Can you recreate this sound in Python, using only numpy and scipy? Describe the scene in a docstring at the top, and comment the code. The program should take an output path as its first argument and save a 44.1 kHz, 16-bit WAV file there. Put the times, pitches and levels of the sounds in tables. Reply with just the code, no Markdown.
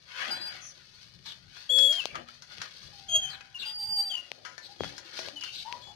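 """A yard, where someone holding a phone swings a steel mesh gate open.
Dry hinges stick and slip, squealing in near-pure tones that break up into rasps; latch and frame knock,
ring and hum, with a short echo off wall and paving. Up close, sleeve and hair rub and fingers tick on
the left microphone, over a low outdoor rumble. The phone's crude rate converter mirrors every squeal."""
import sys
import numpy as np
from scipy import signal
from scipy.fft import rfft, irfft, next_fast_len
from scipy.io import wavfile
from scipy.ndimage import map_coordinates

SR = 44100
rng = np.random.default_rng(int(sys.argv[2]) if len(sys.argv) > 2 else 0)


def to_wav(sig):
    """Store sig (one row per channel, or 1-D mono) as 16-bit WAV at the path in sys.argv[1].

    Samples outside -1..1 are clipped; the rate is SR.
    """
    pcm = np.clip(np.atleast_2d(sig), -1, 1) * 32767
    pcm = np.round(pcm).astype(np.int16)
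    wavfile.write(sys.argv[1], SR, pcm.T)  # frames by channels


N = 262629
T = np.arange(N) / SR

# strokes of cloth and gate:
# (peak time [s], rise [s], fall [s], scrape level [dB], body over scrape [dB], hiss over scrape [dB])
RUB_STROKES = [(.115, 0.03, 0.076, -46, -35, -2), (.19, .03, 0.15, -35.5, -27, -7.5),
               (0.231, 0.03, 0.094, -35, -27, -7.5), (0.304, 0.062, 0.15, -43.5, 0, -24),
               (0.541, 0.056, 0.1, -45, -8.5, -2.5), (.8, 0.054, 0.069, -62.5, -11, 1),
               (1, 0.21, 0.19, -64, -30, 11), (1.263, 0.0091, 0.084, -51, -25, 8),
               (1.58, 0.056, 0.13, -51.5, -18, 5), (1.791, 0.019, 0.036, -48.5, -4, 11.5),
               (1.98, 0.086, 0.093, -48, -11.5, 8.5), (2.19, 0.068, 0.037, -48.5, 5, -21),
               (2.295, 0.027, 0.082, -55, -4, 4), (2.519, 0.025, 0.1, -49.5, -9, 3),
               (2.635, 0.033, 0.054, -44, -14, 0.5), (2.82, 0.2, 0.28, -59, -3.5, 10.5),
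               (3.335, 0.14, 0.12, -49.5, -11.5, -21), (3.62, .04, .11, -53.5, -7, 0),
               (3.698, 0.057, 0.035, -53.5, -21, -17.5), (4.17, 0.39, 0.2, -57, -2, 1.5),
               (4.38, 0.15, 0.25, -72, 15.5, 10), (4.655, 0.057, 0.14, -61, 1, 8),
               (4.87, 0.065, 0.12, -52, 4.5, 9), (5.09, 0.15, 0.061, -54.5, -20, -14),
               (5.19, 0.078, 0.084, -47, -11, 9.5), (5.269, 0.075, 0.054, -48, 3.5, 2.5),
               (5.36, 0.056, .06, -61, 4, -2), (5.46, 0.047, 0.03, -49.5, -13, 5),
               (5.59, 0.14, 0.13, -63.5, -16, 20), (5.76, 0.11, 0.13, -58, 5.5, 7.5)]
# EQ curves of the three rubbing layers: (frequency [Hz], gain [dB])
BODY_EQ = [(120, -21), (250, 1), (500, -7), (850, -4.5), (1200, -30.5)]
SCRAPE_EQ = [(600, -9), (950, -4), (1250, 3.5), (1600, 8.5), (2100, 4), (2700, 2), (3500, 7)]
HISS_EQ = [(2100, -4.5), (2900, -2.5), (4400, 7.5), (5400, -1), (6300, -2), (7200, -22)]
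# resonances of the steel gate: (frequency [Hz], bandwidth [Hz], gain [dB])
GATE_MODES = [(417, 40, -22), (523, 5, 3.5), (750, 5.7, 8), (1004, 9.5, 13.5), (1240, 49, -5),
              (1500, 78, -10), (1449, 39, 12), (1550, 6.2, 18), (1647, 34, 12), (1823, 42, 10),
              (1993, 37, 10.5), (2215, 48, 8), (2764, 4, 16.5), (2670, 47, -11), (3040, 10, 11),
              (3860, 31, -13), (4240, 110, -1), (4760, 450, -9.5), (5440, 300, -6)]
# EQ curve of the outdoor rumble: (frequency [Hz], gain [dB])
RUMBLE_EQ = [(20, -12), (40, -13.5), (65, -5), (95, -4), (130, 0), (180, -5.5), (260, -18.5), (450, -20)]
# low swells as the phone is carried about: (peak time [s], rise [s], fall [s], level [dB])
RUMBLE_SWELLS = [(.35, .05, 0.38, -64.5), (1.19, 0.15, 0.098, -60.5), (1.49, 0.12, 0.066, -61),
                 (2.17, 0.073, 0.068, -57), (2.6, 0.055, 0.019, -58), (2.85, 0.038, 0.074, -56),
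                 (3.19, 0.19, 0.17, -57.5), (3.9, .07, 0.066, -59), (4.815, 0.012, 0.061, -43),
                 (5.24, 0.026, 0.12, -65.5), (5.9, 0.22, 0.21, -63)]
# short hinge squeaks; pan is always left minus right: (time [s], hold [s], t60 [s], start pitch [Hz],
# settled pitch [Hz], level [dB], roughness [0-1], pan [dB])
HINGE_SQUEAKS = [(0.302, 0.027, 0.19, 4812, 4757, -30.5, 0.09, 4),
                 (.305, 0.16, 0.11, 4040, 4040, -45.5, 0.22, 15),
                 (0.405, .085, 0.17, 4735, 4780, -37.5, 0.11, 6),
                 (2.04, 0.073, 0.11, 2640, 2710, -49, 0.87, 10),
                 (2.091, 0.048, 0.062, 2400, 2220, -48.5, 0.77, 9),
                 (2.922, 0.45, 0.6, 820, 783, -60, 0.31, 6),
                 (3.542, 0.0083, 0.11, 2874, 2720, -31.5, 0.32, 7.5),
                 (3.611, 0.045, 0.15, 2760, 2780, -40.5, 0.75, 10),
                 (4.095, 0.059, 0.069, 3403, 2755, -34.5, 0.56, 10),
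                 (4.163, 0.009, 0.22, 2840, 2833, -30, 0.46, 13),
                 (4.68, 0.031, 0.17, 800, 811, -52.5, 0.3, 18),
                 (4.788, 0.064, 0.17, 3254, 3350, -44.5, 0.2, 4),
                 (5.358, 0.011, 0.19, 3124, 2720, -38.5, 0.37, 8),
                 (5.404, 0.022, 0.58, 2967, 2740, -37.5, 0.82, 10),
                 (5.44, 0.02, 0.6, 3090, 3056, -45.5, 0.52, 4),
                 (5.646, .11, 0.21, 882, 986, -40.5, 0.42, 13), (5.814, 0.1, 0.073, 3340, 3420, -50, 0, 23),
                 (5.86, 0.046, 0.17, 875, 832, -53, 0.9, 6)]
# breakpoints of the three long squeals: (time [s], pitch [Hz], level [dB], pan [dB])
LONG_SWING = [(1.697, 3270, -23, 13.5), (1.711, 3379, -25.5, 14.5), (1.817, 3360, -14.5, 22.5),
              (1.873, 3362, -19.5, 14), (1.887, 3304, -27, 12), (1.909, 3320, -30.5, 3),
              (1.929, 3232, -30, 12.5), (1.975, 3208, -39, 9), (1.997, 3047, -29.5, 15.5),
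              (2.011, 2646, -31.5, 19), (2.045, 2630, -50, 11)]
SECOND_SWING = [(3.088, 3228, -36, 3), (3.104, 3205, -35, 8.9), (3.162, 3258, -21, 0.96),
                (3.198, 3245, -44, 1.1), (3.236, 3173, -33, 3.1), (3.276, 3146, -32.5, 15),
                (3.32, 3200, -46, 6.0)]
HIGH_SWING = [(3.655, 4754, -40.5, 3), (3.695, 4749, -38, 9), (3.725, 4771, -45, 0),
              (3.831, 4702, -36.5, -2), (3.871, 4747, -38.5, -8.5), (3.933, 4743, -31.5, -1.5),
              (3.955, 4737, -34, -2.5), (4.007, 4687, -28.5, 0.5), (4.045, 4720, -37, 12.5),
              (4.089, 4660, -38.5, -3.5), (4.141, 4692, -50.5, 9), (4.2, 4680, -65, -1)]
# voicing of each long squeal:
# (breakpoints [table], trim [dB], start roughness [0-1], end roughness [0-1], octave overtone [dB])
SWING_SQUEALS = [(LONG_SWING, 2.84, 0.043, 0.36, -30), (SECOND_SWING, 1, 0.086, 0.61, -6.5),
                 (HIGH_SWING, 3.06, 0.12, 0.4, -40)]
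# toneless slips of the hinge: (time [s], length [s], start centre [Hz], end centre [Hz], level [dB])
HINGE_RASPS = [(0.593, 0.15, 6340, 5910, -46.5), (1.237, .12, 3900, 3300, -43.5),
               (3.283, 0.092, 4890, 3590, -43.5), (3.278, 0.093, 1800, 1192, -53),
               (3.579, 0.071, 4174, 3476, -38), (3.637, 0.1, 3483, 3145, -41.5),
               (4.61, 0.086, 4380, 3940, -48.5), (5.518, 0.13, 4095, 3784, -40.5)]
# hits of latch and frame:
# (time [s], level [dB], t60 [s], treble [dB], pan [dB], bar pitch [Hz], relative bar level [dB])
GATE_KNOCKS = [(0.659, -62, 0.059, 3, 9, 5800, 1), (1.257, -60, 0.3, 12, 18, 907, 4.5),
               (1.568, -43.5, 0.032, -10, 20, 1750, -27), (1.787, -27.5, 0.023, 16, 7, 5240, 2),
               (1.923, -34, 0.13, 11.5, 10, 1776, -11.5), (2.146, -47.5, 0.19, -10, 4, 1300, 9.5),
               (2.154, -32, 0.092, -22, 14, 1205, -2), (2.286, -48, 0.06, -2, 8, 1320, 6),
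               (2.421, -46, 0.15, 12.5, 8, 1504, -9), (2.6162, -30, 0.078, 5, 6.5, 1567, -9),
               (3.408, -45, 0.078, 2, 12, 2520, 0), (4.45, -38.5, 0.3, 2.5, 16.5, 1285, -8.5),
               (4.58, -42, 0.16, 4.5, 15, 1770, -2), (4.843, -40, 0.11, -1, 12, 3370, -1),
               (4.98, -37, 0.1, 14.5, 11, 1600, -12), (5.192, -39.5, 0.29, 22, 8, 650, -7),
               (5.41, -38.5, 0.045, 17, 6, 4900, -1.5), (5.436, -35.5, 0.055, 13, 7, 1340, -3.5)]
# fingers on the phone: (time [s], tick peak [dB], tick centre [Hz], case thud over tick [dB])
FINGER_TAPS = [(2.056, -9, 3200, -6.5), (2.423, -30, 3900, -22), (2.5829, -24, 3380, -13),
               (4.3169, -15.5, 2380, -8.5), (4.58, -27, 6160, -10), (4.807, -15, 430, -25),
               (4.8357, -23, 1540, 3), (4.845, -24.5, 1450, 2), (5.1918, -21.5, 2170, 1),
               (5.2859, -20.5, 2640, -4.5), (5.7261, -15, 2570, -17)]
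# dull hum of the jolted frame: (time [s], pitch [Hz], level [dB], t60 [s])
FRAME_HUMS = [(2.201, 238, -54, 0.61), (2.173, 333, -43, 0.15), (4.807, 282.3, -44, 0.43),
              (5.051, 334, -48.5, 0.1), (5.196, 366, -52.5, 0.83), (5.327, 290, -48.5, 0.35)]


def undb(db):
    """Decibels to gain."""
    return 10 ** (np.asarray(db) / 20)


def unit(x):
    """Scale to rms 1."""
    return x / np.sqrt(np.mean(np.abs(x) ** 2))


def pan(pan_db):
    """Left and right gains of mean power 1, for a still or moving pan."""
    gains = undb(np.array([pan_db, -pan_db]) / 2).reshape(2, -1)
    return unit(gains / np.sqrt(np.cosh(pan_db * np.log(10) / 10)))


def drift(rate_hz):
    """Smooth random modulation of rms 1, independent left and right."""
    hz = np.fft.rfftfreq(N, 1 / SR)
    return unit(irfft(rfft(rng.standard_normal((2, N))) * np.exp(-.5 * (hz / rate_hz) ** 2), N))


def equalise(x, curve):
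    """Shape a signal with an EQ curve; rms 1."""
    size = next_fast_len(N, True)
    hz, db = np.transpose(curve)
    bins_hz = np.fft.rfftfreq(size, 1 / SR) + 1
    gain = undb(np.interp(np.log(bins_hz), np.log(hz), db, -90, -90))
    return unit(irfft(rfft(x, size) * gain, size)[..., :N])


def resonate(x, hz, width_hz):
    """Two-pole resonance with gain 1 at its centre."""
    g, k = np.tan(np.pi * hz / SR), width_hz / hz
    return signal.lfilter([g * k, 0, -g * k], [1 + g * k + g * g, 2 * (g * g - 1), 1 - g * k + g * g], x)


def add(out, s, x):
    """Mix a stereo sound in at time s."""
    i = int(s * SR)
    out[:, i:i + x.shape[1]] += x[:, :N - i]


def swell(peak_s, rise_s, fall_s, shape=1.14):
    """An envelope that rises to 1 and dies away; shape 1 is pointed, 2 is round."""
    return np.exp(-np.abs((T - peak_s) / np.where(T < peak_s, rise_s, fall_s)) ** shape)


def gate_ring(push, treble_db):
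    """The steel gate rings at its modes when pushed; rms 1."""
    return unit(sum(undb(db + treble_db * (hz > 3500)) * resonate(push, hz, width)
                    for hz, width, db in GATE_MODES))


def rubbing(grain_db=3, grain_samples=32, flicker_db=1.5, snags_per_s=110, snag_db=16, mesh_db=-5):
    """Sleeve and hair rub in tiny slips and sharper snags: dull body, scrape, hiss, a faint mesh ring."""
    power = undb([[-67], [-70.5], [-59]]) ** 2  # constant bed of scrape, body and hiss
    for s, rise, fall, db, body_db, hiss_db in RUB_STROKES:
        power = power + (undb([[db], [db + body_db], [db + hiss_db]]) * swell(s, rise, fall)) ** 2
    scrape, body, hiss = np.sqrt(power)
    snags = (rng.random(N) < snags_per_s / SR) * rng.standard_normal((2, N)) * undb(snag_db)
    out = gate_ring(rng.standard_normal((2, N)), treble_db=-2) * undb(mesh_db) * scrape
    for curve, envelope, trim_db in ((BODY_EQ, body, -2), (SCRAPE_EQ, scrape, -.5), (HISS_EQ, hiss, -1)):
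        grains = undb(grain_db * rng.standard_normal(N // grain_samples + 1))
        slips = rng.standard_normal((2, N)) * np.repeat(grains, grain_samples)[:N] + snags
        fader = undb(trim_db + flicker_db * drift(rate_hz=19.6)[0])
        out = out + equalise(slips, curve) * envelope * fader
    return out * pan(9)


def body_bounce(x, lag_s=0.001598, lag_swing=0.198, move_hz=1.605, bounce_db=-7):
    """One reflection off the holder, whose changing distance sweeps notches through the sound."""
    lag = lag_s * np.exp(lag_swing * drift(move_hz)[0])
    bounce = np.array([map_coordinates(channel, [(T - lag) * SR], order=1) for channel in x])
    return (x + undb(bounce_db) * bounce) / np.hypot(1, undb(bounce_db))


def echoes(x, t60_s, wet_db, predelay_s):
    """Add a tail of scattered reflections, different at each microphone."""
    t = T[:SR // 2]
    tail = rng.standard_normal((2, len(t))) * undb(-60 * t / t60_s) * (t > predelay_s)
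    tail /= np.sqrt(np.sum(tail ** 2, axis=1, keepdims=True))
    return x + undb(wet_db) * signal.fftconvolve(x, tail, axes=1)[:, :N]


def rumble(bed_db=-71, trim_db=3.5):
    """A bed of low outdoor noise that swells and sinks as the phone is carried."""
    swell_power = sum((undb(db) * swell(s, rise, fall)) ** 2 for s, rise, fall, db in RUMBLE_SWELLS)
    envelope = np.sqrt(undb(bed_db) ** 2 + swell_power)
    air = rng.standard_normal((2, N)) + 1.35 * rng.standard_normal(N)  # mostly common to both sides
    return equalise(air, RUMBLE_EQ) * envelope * undb(trim_db) * pan(10)


def squeak_curves(attack_s=0.014, settle_s=0.054, octave_db=-17):
    """Controls for each short squeak: the hinge catches off pitch, settles on a resonance, rings out."""
    for s, hold, t60, start_hz, settled_hz, db, rough, pan_db in HINGE_SQUEAKS:
        span = (T > s) & (T < s + hold + t60)
        t = T[span] - s
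        hz = settled_hz + (start_hz - settled_hz) * np.exp(-t / settle_s)
        gain = np.minimum(t / attack_s, 1) * undb(db - 60 * np.maximum(t - hold, 0) / t60)
        yield span, hz, gain, pan_db, rough, octave_db


def hinges(voices, grate_db=-5, flutter_db=2, full_flutter_roughness=0.46, mic_lag_s=.00004):
    """The pin sticks and slips at one resonance; as grip is lost the tone frays into a noise band."""
    out = np.zeros((2, N))
    scatter = unit(drift(rate_hz=95) + 1j * drift(rate_hz=95))
    grate = undb(grate_db) * unit(drift(rate_hz=420) + 1j * drift(rate_hz=420))  # wider, harsher fray
    flutter = flutter_db * drift(rate_hz=24)
    jitter = 3 * drift(rate_hz=32)[0]
    right_lag = mic_lag_s * (1 + drift(rate_hz=8.8)[0])  # wanders as the phone moves
    for span, hz, gain, pan_db, rough, octave_db in voices:
        cycles = np.cumsum(hz + jitter[span] * (1 + 8 * rough)) / SR
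        tone = np.exp(2j * np.pi * (cycles - np.outer([0, 1], hz * right_lag[span])))
        octave = undb(octave_db) * (1 - rough) * tone ** 2
        grip = np.sqrt(1 - rough ** 2) + rough * (scatter[:, span] + rough * grate[:, span])
        looseness = np.minimum(rough / full_flutter_roughness, 1)
        envelope = gain * undb(flutter[:, span] * looseness)
        out[:, span] += (grip * (tone + octave)).imag * envelope * pan(pan_db)
    return out


def rasps(spread_hz=420):
    """Loose slipping: a broad resonance that sinks as the hinge slows."""
    out = np.zeros((2, N))
    scatter = drift(spread_hz) + 1j * drift(spread_hz)
    for s, length, start_hz, end_hz, db in HINGE_RASPS:
        n, i = int(length * SR), int(s * SR)
        sweep = np.exp(2j * np.pi * np.cumsum(np.linspace(start_hz, end_hz, n)) / SR)
        band = (scatter[:, i:i + n] * sweep).real
        add(out, s, band * signal.windows.tukey(n, .7) * undb(db) * pan(7))
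    return out


def knocks(rattle_db=-14, crack_s=0.0018, attack_s=0.00018):
    """Each hit cracks and rattles the mesh, feeding the gate's modes; the struck bar adds its note."""
    out = np.zeros((2, N))
    t = T[:SR // 2]
    for s, db, t60, treble_db, pan_db, bar_hz, bar_db in GATE_KNOCKS:
        rattle = rng.standard_normal((2, len(t)))
        clatter = unit(resonate(rattle, 2800 * undb(treble_db / 2), width_hz=1700))
        bar = undb(bar_db) * np.sqrt(2) * np.sin(2 * np.pi * (bar_hz * t + rng.random((2, 1))))
        ring = (gate_ring(rattle, treble_db) + bar + undb(rattle_db) * clatter) * undb(-60 * t / t60)
        crack = clatter * np.exp(-t / crack_s)
        attack = 1 - np.exp(-t / attack_s)
        add(out, s, (ring + crack) * attack * undb(db) * pan(pan_db))
    return out


def squeal_curves(edge_s=.006, loosen_power=1.7):
    """Controls for each long squeal: grip loosens as the swing runs out, so the tone roughens."""
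    for breakpoints, trim_db, rough_start, rough_end, octave_db in SWING_SQUEALS:
        times, *columns = np.transpose(breakpoints)
        start, end = times[0] - edge_s, times[-1] + edge_s
        span = (T > start) & (T < end)
        t = T[span]
        hz, db, pan_db = (np.interp(t, times, column) for column in columns)
        fade = np.minimum(np.minimum(t - start, end - t) / (2 * edge_s), 1)
        progress = (t - start) / (end - start)
        rough = rough_start + (rough_end - rough_start) * progress ** loosen_power
        yield span, hz, fade * undb(db + trim_db), pan_db, rough, octave_db


def finger_taps(case_hz=650, case_width_hz=550, pan_db=18):
    """Fingers tick right at the left microphone, each with a short thud of the case."""
    out = np.zeros((2, N))
    push = signal.unit_impulse(SR // 20)
    thud = resonate(resonate(push, case_hz, case_width_hz), case_hz, 3 * case_hz)
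    for s, db, hz, thud_db in FINGER_TAPS:
        tick = resonate(resonate(push, hz, 2.6 * hz), hz, 0.52 * hz)
        tap = tick / np.abs(tick).max() + undb(thud_db) * thud / np.abs(thud).max()
        add(out, s, tap * undb([[db], [db - pan_db]]))
    return out


def frame_hums(attack_s=0.0048):
    """The heavy frame hums on one low note after a jolt."""
    out = np.zeros((2, N))
    t = T[:SR // 2]
    for s, hz, db, t60 in FRAME_HUMS:
        envelope = (1 - np.exp(-t / attack_s)) * undb(db - 60 * t / t60)
        add(out, s, np.sin(2 * np.pi * hz * t) * envelope * pan(10))
    return out


def scene(handling_trim_db=-1.07):
    """The mix: the gate echoes off wall and paving, the rubbing off arm and body; the rest stays dry."""
    squealing = np.sqrt(2) * hinges([*squeal_curves(), *squeak_curves()])
    gate = echoes(squealing + rasps() + knocks(), t60_s=0.26, wet_db=-16, predelay_s=0.025)
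    handling = echoes(body_bounce(rubbing()), t60_s=0.069, wet_db=-7, predelay_s=0.00145)
    return gate + handling * undb(handling_trim_db) + frame_hums() + finger_taps() + rumble()


def record(dry, voice_band_hz=7000, converter_hz=47990, top_hz=12900):
    """A voice-band microphone whose converter holds samples, mirroring each tone about every 3.9 kHz."""
    voice = signal.sosfilt(signal.ellip(6, .5, 60, voice_band_hz, fs=SR, output="sos"), dry)
    # the timing error is a sawtooth at the difference of the two sample rates
    sawtooth = sum(np.sin(2 * np.pi * k * (converter_hz - SR) * T) / (np.pi * k) for k in range(1, 13))
    positions = T * SR + sawtooth * SR / converter_hz
    held = np.array([map_coordinates(channel, [positions], order=3) for channel in voice])
    return signal.sosfilt(signal.ellip(8, .2, 70, top_hz, fs=SR, output="sos"), held)


dry = scene()
out = record(dry)
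to_wav(out)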